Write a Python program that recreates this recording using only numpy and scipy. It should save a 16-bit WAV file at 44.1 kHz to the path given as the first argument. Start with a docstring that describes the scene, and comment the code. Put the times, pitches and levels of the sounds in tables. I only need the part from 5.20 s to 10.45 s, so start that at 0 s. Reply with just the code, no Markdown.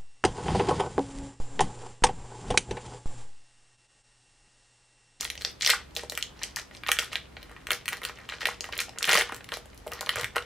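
"""Unwrapping clay from stiff film

A block of clay is unwrapped by hand above a desk in a small room, with a close pair of microphone ports.
Creases of stiff plastic film snap singly and in bursts: jolted noise makes a ring, a crack and a thud.
Under them runs a fine crackle of band-passed clicks, and now and then a soft bump, a short decaying sine.
Hands, desk and wall send back echoes, the room adds a tail, and shaped noise makes rumble and hiss."""
import sys
import numpy as np
from scipy import signal
from scipy.fft import rfft, irfft
from scipy.io import wavfile

SR = 44100
rng = np.random.default_rng(int(sys.argv[2]) if len(sys.argv) > 2 else 0)


def file_out(sig):
    """Save sig as 16-bit WAV at sys.argv[1]."""
    # one column per channel
    cols = np.atleast_2d(sig).T
    # limit, then scale
    lim = np.clip(cols, -1, 1)
    pcm = np.round(lim * 32767).astype(np.int16)
    wavfile.write(sys.argv[1], SR, pcm)


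N = 231513

# Slow swell of distant traffic: (time [s], rumble level [dB])
TRAFFIC_SWELL = [(0, -53.5), (1.1, -51), (1.7, -52.5), (5.25, -51.5)]
# Spectrum of the rumble, alike at both ports: (frequency [Hz], relative level per Hz [dB])
RUMBLE_SPECTRUM = [(25, -19), (33, -20), (43, -4), (51, 2.5), (59, -12.5), (68, 5.5), (80, -10),
                   (118, -5.5), (150, -9.5), (330, -14), (470, -16.5), (700, -19), (2000, -24.5),
                   (6000, -35), (16000, -42.5)]
# Spectrum of the hiss, opposite at the two ports: (frequency [Hz], relative level per Hz [dB])
HISS_SPECTRUM = [(40, -16), (130, 2), (300, 6.5), (700, -1.5), (2000, -7.5), (6000, -17), (13000, -24),
                 (16000, -44)]
HISS_DB = -57.5

# Fingers squeeze or pull the film:
# (time of full strength [s], time held [s], crackle level [dB], grain pitch [Hz])
FILM_SQUEEZES = [(0, 0.034, -43, 3430), (.2, 0.11, -51.5, 3360), (0.424, 0.017, -32.5, 3430),
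                 (.47, 0.032, -33, 3000), (0.503, 0.0052, -24, 2440), (.59, 0.025, -58, 2000),
                 (.77, 0.063, -48, 2520), (.94, 0.063, -53, 3000), (1.17, 0.14, -57, 2390),
                 (1.383, 0.0083, -45.5, 3000), (1.538, 0.0075, -51, 3000), (1.68, 0.022, -41.5, 2000),
                 (1.805, 0.028, -38.5, 2580), (1.928, 0.011, -39, 2250), (2.18, 0.081, -60.5, 1810),
                 (2.29, 0.13, -62.5, 1600), (2.5, 0.025, -47.5, 1950), (2.72, .02, -46, 1920),
                 (2.85, 0.04, -46.5, 2410), (2.96, 0.082, -55, 1920), (3.1, 0.046, -45.5, 1930),
                 (3.21, .012, -39, 2350), (3.27, 0.047, -42.5, 2180), (3.44, 0.028, -48.5, 2220),
                 (3.531, 0.007, -42, 2000), (3.603, 0.0046, -34.5, 3430), (3.85, .02, -42.5, 2300),
                 (3.887, .03, -24, 2000), (3.94, 0.067, -29, 2090), (4.08, 0.061, -47.5, 1706),
                 (4.332, 0.0088, -39, 2240), (4.725, 0.057, -47.5, 1760), (4.83, 0.072, -61, 1810),
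                 (4.93, 0.027, -41, 2000), (4.975, .03, -37, 1700), (5.156, 0.018, -42, 1740),
                 (5.22, .03, -57, 1630)]
RISE_DB_PER_S, FALL_DB_PER_S = 998, 400
REST_DB, REST_HZ = -76.5, 2300  # crackle of the film merely held
GRAINS_PER_S, GRAIN_SPREAD_DB = 1300, 4.5
GRAIN_WIDTH, GRAIN_OCTAVES = 1.254, 0.85  # band edge over centre; scatter of pitch [octaves]

# Creases that snap loudly: (time [s], ring pitch [Hz], ring level [dB], crack level [dB], thud level [dB]);
# each level spread over 30 samples (0.7 ms), the ring's before its last band-pass
LOUD_SNAPS = [(0.0094, 4270, -22.5, -23, -38), (0.029, 2280, -30, -32, -46),
              (0.0462, 4600, -33, -24.5, -60), (0.0506, 2740, -20.5, -46, -34),
              (0.1015, 2920, -20.5, -29, -45), (0.154, 2730, -33.5, -41, -45),
              (0.1773, 3560, -29.5, -53, -44), (0.2105, 2940, -32, -44, -43), (0.2202, 3000, -27, -35, -57),
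              (0.249, 3400, -13.5, -34, -32), (0.41, 3320, -21, -39, -44), (0.4223, 4800, -16, -46, -40),
              (0.4312, 4220, -29, -32, -45), (0.4482, 3050, -14.5, -32, -46), (0.458, 3840, -31, -31, -50),
              (0.4627, 3340, -8.5, -30, -31), (0.4745, 2420, -11.5, -17.5, -37),
              (0.4892, 4900, -21, -29, -40), (0.4945, 1950, -13, -24, -24), (0.501, 2500, -10, -12, -43),
              (0.5043, 3340, -11.5, -24, -35), (0.5355, 1230, -14, -36, -39),
              (0.752, 5210, -34.5, -36, -62), (0.7647, 3000, -18.5, -29, -36),
              (0.77, 3800, -24.5, -28.5, -28.5), (0.7941, 2510, -31, -40, -44),
              (0.8354, 1120, -40, -46, -26.5), (0.898, 3850, -24, -28.5, -40),
              (0.9216, 2200, -29.5, -30, -29), (0.952, 4120, -29, -37, -47),
              (0.9756, 1920, -19, -21.5, -34.5), (1.0103, 3010, -34, -54, -58),
              (1.0261, 3840, -16, -37, -46), (1.2158, 1340, -32, -51, -56), (1.2263, 2840, -30, -63, -45),
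              (1.2335, 6100, -20, -31, -39), (1.2377, 2600, -22, -53, -61), (1.3611, 4260, -20.5, -26, -63),
              (1.3688, 1570, -22.5, -30, -53), (1.3868, 2690, -26.5, -47, -40),
              (1.397, 4510, -33.5, -41, -48), (1.5113, 1980, -38.5, -60, -43),
              (1.5496, 3500, -35, -48, -46), (1.6355, 1860, -25.5, -45, -57), (1.6647, 2090, -23, -51, -62),
              (1.673, 2330, -28, -31, -53), (1.6854, 3040, -20, -47, -52),
              (1.6894, 1550, -12.5, -23.5, -25), (1.7168, 2190, -8, -11.5, -34),
              (1.7682, 2000, -25, -51, -61), (1.7881, 2170, -10, -19.5, -27), (1.7937, 4500, -19, -28, -53),
              (1.8348, 2000, -31, -51, -40), (1.9307, 1890, -26, -35, -40),
              (1.956, 2280, -14, -34.5, -32.5), (2.1681, 1880, -30, -69, -37),
              (2.229, 2680, -36.5, -41, -48), (2.295, 1530, -41, -53, -55), (2.3153, 2580, -47, -47, -49),
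              (2.3648, 1470, -34, -71, -62), (2.4698, 2040, -24, -33, -47), (2.4871, 1510, -32, -51, -36),
              (2.506, 1930, -11, -22, -28.5), (2.5173, 1950, -15, -17, -25), (2.5323, 3860, -22, -43, -43),
              (2.5474, 2480, -33, -33, -49), (2.6573, 2420, -28, -31.5, -53), (2.6804, 2140, -17, -23, -59),
              (2.6875, 1940, -22.5, -23.5, -51), (2.7241, 1560, -26.5, -46, -51),
              (2.7298, 1870, -20.5, -27.5, -36), (2.7355, 1370, -27, -41, -46), (2.77, 2860, -34, -38, -64),
              (2.8177, 1550, -29.5, -41, -39), (2.834, 2550, -28, -36, -36), (2.8388, 2000, -28, -34, -39),
              (2.8509, 2510, -19, -23.5, -36), (2.8956, 1820, -26, -43, -36), (2.974, 2340, -39, -62, -52),
              (2.9872, 1800, -35, -49, -54), (3.0899, 1840, -25, -39.5, -57), (3.0981, 2600, -27, -55, -51),
              (3.1221, 1760, -23.5, -48, -49), (3.138, 2000, -29, -56, -37), (3.2094, 1770, -27, -40, -49),
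              (3.2179, 1820, -23.5, -42, -48), (3.2554, 2340, -10, -25, -31),
              (3.2706, 2850, -20, -24, -23.5), (3.2869, 1350, -18.5, -45, -34),
              (3.4078, 4330, -21, -37, -35.5), (3.4423, 2160, -25.5, -37, -36),
              (3.4893, 1030, -30.5, -46, -31.5), (3.5252, 2580, -26, -37, -34),
              (3.5333, 1840, -23, -55, -50), (3.5675, 2180, -27.5, -61, -41), (3.578, 4800, -50, -22, -33),
              (3.5899, 2700, -17, -41, -49), (3.6034, 2350, -21, -20, -48), (3.6834, 1670, -40, -60, -35.5),
              (3.6934, 3570, -33.5, -48, -35.5), (3.76, 1220, -39, -71, -38.5),
              (3.7759, 1560, -32, -69, -48), (3.7862, 5040, -23, -38, -62), (3.8082, 1720, -27.5, -52, -43),
              (3.823, 1700, -25, -60, -35), (3.8281, 3600, -16, -21.5, -36),
              (3.8427, 2300, -13.5, -42, -47), (3.8529, 2440, -22.5, -22.5, -39),
              (3.8755, 2070, -25, -24, -31), (3.8864, 1250, -17, -30, -22), (3.8926, 2570, -10.5, -20, -43),
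              (3.8999, 1640, -24, -39, -31), (3.9202, 2420, -17, -21, -33),
              (3.931, 2390, -11, -13.5, -16.5), (3.9351, 1870, -11.5, -34, -36),
              (3.943, 3200, -12, -20, -46), (3.9533, 1730, -8.5, -17, -17), (3.9742, 2090, -12, -22, -23.5),
              (3.9813, 3380, -17, -35, -16), (3.9655, 3000, -16, -28, -33), (3.9896, 2400, -24, -18, -27),
              (3.9957, 3140, -30, -30, -31), (4.0112, 2010, -13.5, -23, -30),
              (4.0197, 2250, -17.5, -27, -25), (4.0926, 1220, -24.5, -43, -48),
              (4.1222, 1550, -25, -36, -27), (4.1457, 3200, -35, -33, -59), (4.1641, 2000, -39, -34, -61),
              (4.2076, 1760, -34, -61, -41), (4.2433, 3030, -35.5, -39, -54), (4.2897, 1870, -30, -40, -52),
              (4.32, 2000, -21.5, -38, -30), (4.3246, 1540, -27.5, -46, -34), (4.3397, 3430, -24, -30, -57),
              (4.3706, 1520, -39, -33.5, -27.5), (4.4576, 2360, -48, -45, -43),
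              (4.5456, 1560, -66, -46.5, -62), (4.5769, 4500, -44, -42, -63), (4.6652, 1340, -47, -46, -29),
              (4.6696, 1010, -57, -38, -23.5), (4.678, 2230, -34.5, -37.5, -45),
              (4.7123, 1020, -41, -58, -38), (4.7183, 2200, -29, -33, -32.5),
              (4.723, 1380, -26.5, -52, -32), (4.735, 4600, -32.5, -31, -44), (4.8094, 3300, -26, -23, -28),
              (4.8138, 1530, -26, -47, -45), (4.8283, 1140, -30, -53, -32), (4.8622, 3300, -28, -36, -58),
              (4.87, 1810, -27.5, -63, -30), (4.8921, 2300, -10.5, -22.5, -34),
              (4.958, 1510, -20.5, -25, -27.5), (4.9686, 1940, -21.5, -39, -52),
              (4.98, 2570, -31, -45, -23), (4.9958, 1660, -29, -34, -31), (5.0118, 2080, -46, -26, -32),
              (5.033, 2400, -24.5, -36, -32), (5.0442, 2200, -17, -27, -42),
              (5.1576, 1300, -29, -44.5, -26.5), (5.1598, 1930, -19, -30, -63),
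              (5.1654, 1470, -13.5, -25, -19), (5.1811, 2120, -18.5, -49, -56)]
RING_CYCLES, RING_OCTAVES = 3.27, 1.322  # cycles for the rattle to fade by 1/e; width of its band
CRACK_S, CRACK_HZ = 0.0008, 5200  # fade by 1/e; lower edge of the band
THUD_S, THUD_LOW_HZ, THUD_HIGH_HZ = 0.0021, 419, 775
LEAD = 2.8  # strength of the first jolt of a snap against the rattle after it
# Lesser creases snap at random, the louder the harder the film is worked
LESSER_PER_S = 22
USUAL_DB, LESSER_DB = -55, -40  # a usual crackle level, and the mean ring level there
LESSER_FOLLOWS, LESSER_SPREAD_DB = 0.43, 4  # share of the crackle's swing; scatter of level
LESSER_CRACK_DB, LESSER_THUD_DB, LESSER_OCTAVES = -21.5, -11, 0.44  # against the ring; scatter of pitch

# Early reflections off hands, desk and wall: (delay [s], level [dB])
EARLY_ECHOES = [(.001, -18), (.0022, -23.5), (.0033, -13), (0.013, -18.5)]
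# Dying tail of the room: (frequency [Hz], 60 dB decay time [s], gain [dB])
ROOM_DECAY = [(276, 0.21, -16.5), (710, 0.24, -10), (1450, 0.2, -4.5), (3000, 0.27, -8.5), (6000, 0.21, -5),
              (12100, 0.13, -4.5)]
# Low resonances of the room: (frequency [Hz], starting level before the onset [dB], 60 dB decay time [s])
LOW_MODES = [(397.3, -59, 0.46), (482.1, -48, 0.21), (804, -52, 0.15), (1950, -43, 0.11)]
ROOM_ONSET_S = 0.0016

# Soft bumps of fingers on the block: (time [s], pitch [Hz], gain [dB])
FINGER_BUMPS = [(0.92, 254, -42), (3.878, 173, -34), (3.95, 190, -28), (4.12, 253, -41.5), (4.96, 112, -34),
                (5.027, 114, -31)]
BUMP_CYCLES = 1.21  # cycles to the fullest swing

# Gain of the difference between the ports: (frequency [Hz], direct gain [dB], room gain [dB])
PORT_DIFFERENCE = [(300, -25, -3), (1010, -38, -43), (2000, -27.5, -20), (4000, -10.5, -6), (7700, -9, 1.5),
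                   (14000, -6, 3)]
ROLLOFF_HZ, CUTOFF_HZ = 12400, 17100
HEADROOM = 1.05  # ceiling of the rounded peaks, as amplitude


def amp(db):
    """Gain of a level in dB."""
    return 10 ** (np.asarray(db) / 20)


def rms_one(x):
    """Scales to rms 1."""
    return x / np.sqrt(np.mean(x ** 2) + 1e-20)


def at_hz(hz, knots_hz, values):
    """Reads a spectrum on a log-frequency axis."""
    return np.interp(np.log(hz + 1), np.log(knots_hz), values)


def colour(x, knots_hz, db):
    """Shapes a signal by a spectrum in dB."""
    size = x.shape[-1]
    hz = np.arange(size // 2 + 1) * SR / size
    return irfft(rfft(x) * amp(at_hz(hz, knots_hz, db)), size)


def band(x, low_hz, high_hz):
    """Causal band-pass."""
    edges = np.clip([low_hz, high_hz], 20, SR / 2.1)
    return signal.sosfilt(signal.butter(2, edges, "band", fs=SR, output="sos"), x)


def background():
    """Shaped noise: rumble alike at both ports, hiss opposite at them; rows = sum, difference."""
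    rumble = rms_one(colour(rng.standard_normal(N), *np.transpose(RUMBLE_SPECTRUM)))
    hiss = rms_one(colour(rng.standard_normal(N), *np.transpose(HISS_SPECTRUM)))
    swell = amp(np.interp(np.arange(N) / SR, *np.transpose(TRAFFIC_SWELL)))
    return np.array([swell * rumble, amp(HISS_DB) * hiss])


def handling():
    """Times, crackle level in dB and grain pitch: squeezes rise, hold and fall, their powers adding."""
    t = np.arange(0, N + 64, 64) / SR
    s, held, db, hz = np.transpose(FILM_SQUEEZES)[:, :, None]
    rise_db = RISE_DB_PER_S * np.maximum(s - t, 0)
    fall_db = FALL_DB_PER_S * np.maximum(t - s - held, 0)
    power = amp(db - rise_db - fall_db) ** 2
    rest_power = amp(REST_DB) ** 2
    total = power.sum(axis=0) + rest_power
    # the stronger squeeze dominates the pitch
    log_pitch = ((power * np.log(hz)).sum(axis=0) + rest_power * np.log(REST_HZ)) / total
    return t, 10 * np.log10(total), np.exp(log_pitch)


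def crackle():
    """Tiny random snaps of uneven size, each a short blip at a pitch scattered round the grain pitch."""
    s, level_db, centre_hz = handling()
    t = np.arange(N) / SR
    born = rng.random(N) < GRAINS_PER_S / SR
    size_db = GRAIN_SPREAD_DB * np.minimum(rng.exponential(1, N), 3)
    grains = born * amp(size_db) * rng.choice([-1, 1], (2, N))
    # each grain goes to one of a bank of narrow bands
    pitches = np.geomspace(400, 14000, 20)
    wanted = np.interp(t, s, centre_hz) * 2 ** (GRAIN_OCTAVES * rng.standard_normal(N))
    dealt = np.clip(np.searchsorted(pitches, wanted), 0, len(pitches) - 1)
    out = np.zeros((2, N))
    for k, hz in enumerate(pitches):
        blips = band(grains * (dealt == k) + 1e-18, hz / GRAIN_WIDTH, hz * GRAIN_WIDTH)
        out += blips / np.sqrt(hz)  # evens out the energy of blips of different pitch
    return amp(np.interp(t, s, level_db)) * rms_one(out)


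def puff(noise, fade_s, low_hz, high_hz, db):
    """A jolt and a dying rattle in a band, with the energy of 30 samples at its level."""
    jolt = LEAD * np.sign(noise[:, :1])
    noise = np.concatenate([jolt, noise[:, 1:]], axis=1)
    fade = np.exp(-np.arange(noise.shape[-1]) / (fade_s * SR))
    x = band(noise * fade, low_hz, high_hz)
    return amp(db) * x * np.sqrt(30 / np.sum(x ** 2, axis=-1, keepdims=True))


def lesser_snaps():
    """Rows like those of the loud snaps, at random moments, following level and pitch of the crackle."""
    t, level_db, centre_hz = handling()
    count = int(LESSER_PER_S * N / SR)
    s = rng.uniform(0, N / SR, count)
    chance = rng.standard_normal((count, 4))
    swing_db = np.interp(s, t, level_db) - USUAL_DB
    ring_db = LESSER_DB + LESSER_FOLLOWS * swing_db + LESSER_SPREAD_DB * chance[:, 0]
    crack_db = ring_db + LESSER_CRACK_DB + LESSER_SPREAD_DB * chance[:, 1]
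    thud_db = ring_db + LESSER_THUD_DB + LESSER_SPREAD_DB * chance[:, 2]
    hz = np.interp(s, t, centre_hz) * 2 ** (LESSER_OCTAVES * chance[:, 3])
    return list(zip(s, hz, ring_db, crack_db, thud_db))


def snaps():
    """Each crease buckles: a few cycles at its pitch, a bright crack, a thud in the clay; sum, difference."""
    size = 1024
    out = np.zeros((2, N + size))
    rows = lesser_snaps() + list(LOUD_SNAPS)
    noise = rng.standard_normal((len(rows), 3, 2, size))
    half = 2 ** (RING_OCTAVES / 2)
    for (s, hz, ring_db, crack_db, thud_db), (ring_noise, crack_noise, thud_noise) in zip(rows, noise):
        start = max(round(s * SR) - 4, 0)
        ring = puff(ring_noise, RING_CYCLES / hz, hz / half, hz * half, ring_db)
        ring = band(ring, hz / half ** 2, hz * half ** 2)  # clears away what lies far from the pitch
        crack = puff(crack_noise, CRACK_S, CRACK_HZ, CUTOFF_HZ, crack_db)
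        thud = puff(thud_noise, THUD_S, THUD_LOW_HZ, THUD_HIGH_HZ, thud_db)
        out[:, start:start + size] += ring + crack + thud
    return out[:, :N]


def early(x):
    """Adds the first few reflections as delayed, weaker copies."""
    out = x.copy()
    for s, db in EARLY_ECHOES:
        lag = round(s * SR)
        out[:, lag:] += amp(db) * x[:, :-lag]
    return out


def room_response():
    """Noise that dies band by band and a few low modes, after a soft onset; rows = sum, difference."""
    t = np.arange(SR // 2) / SR
    knots_hz, t60s, gains_db = np.transpose(ROOM_DECAY)
    tail = np.zeros((2, len(t)))
    edges = 200 * 2 ** np.arange(0, 6.6, 0.5)  # half-octave bands
    for low, high in zip(edges, edges[1:]):
        hz = np.sqrt(low * high)
        t60 = at_hz(hz, knots_hz, t60s)
        fading = amp(-60 * t / t60) * np.sqrt(2 * np.log(1000) / (t60 * SR))  # unit energy
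        noise = band(rng.standard_normal((2, len(t))), low, high)
        tail += amp(at_hz(hz, knots_hz, gains_db)) * fading * noise
    for hz, db, t60 in LOW_MODES:
        tail[0] += amp(db - 60 * t / t60) * np.sin(2 * np.pi * hz * t)
    return tail * (1 - np.exp(-(t / ROOM_ONSET_S) ** 2))


def bumps():
    """A soft contact swells and dies within a few cycles; rows = sum, difference."""
    out = np.zeros((2, N))
    t = np.arange(N) / SR
    for s, hz, db in FINGER_BUMPS:
        cycles = np.maximum(t - s, 0) * hz
        out += amp(db) * cycles * np.exp(-cycles / BUMP_CYCLES) * np.sin(2 * np.pi * cycles)
    return out


def scene():
    """Film and clay in the room, picked up as sum and difference of two close ports."""
    film = snaps() + crackle() + bumps()
    direct = early(film)
    wet = signal.fftconvolve(film[:1], room_response(), axes=1)[:, :N]
    knots_hz, direct_db, room_db = np.transpose(PORT_DIFFERENCE)
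    # close ports differ little at long wavelengths
    side = colour(direct[1], knots_hz, direct_db) + colour(wet[1], knots_hz, room_db)
    mid, side = np.array([direct[0] + wet[0], side]) + background()
    return np.array([mid + side, mid - side])


def record(dry):
    """The treble rolls off, peaks are rounded, the top is cut."""
    soft = signal.sosfilt(signal.butter(2, ROLLOFF_HZ, fs=SR, output="sos"), dry)
    soft = HEADROOM * np.tanh(soft / HEADROOM)
    return signal.sosfilt(signal.cheby2(14, 90, CUTOFF_HZ, fs=SR, output="sos"), soft)


dry = scene()
out = record(dry)
file_out(out)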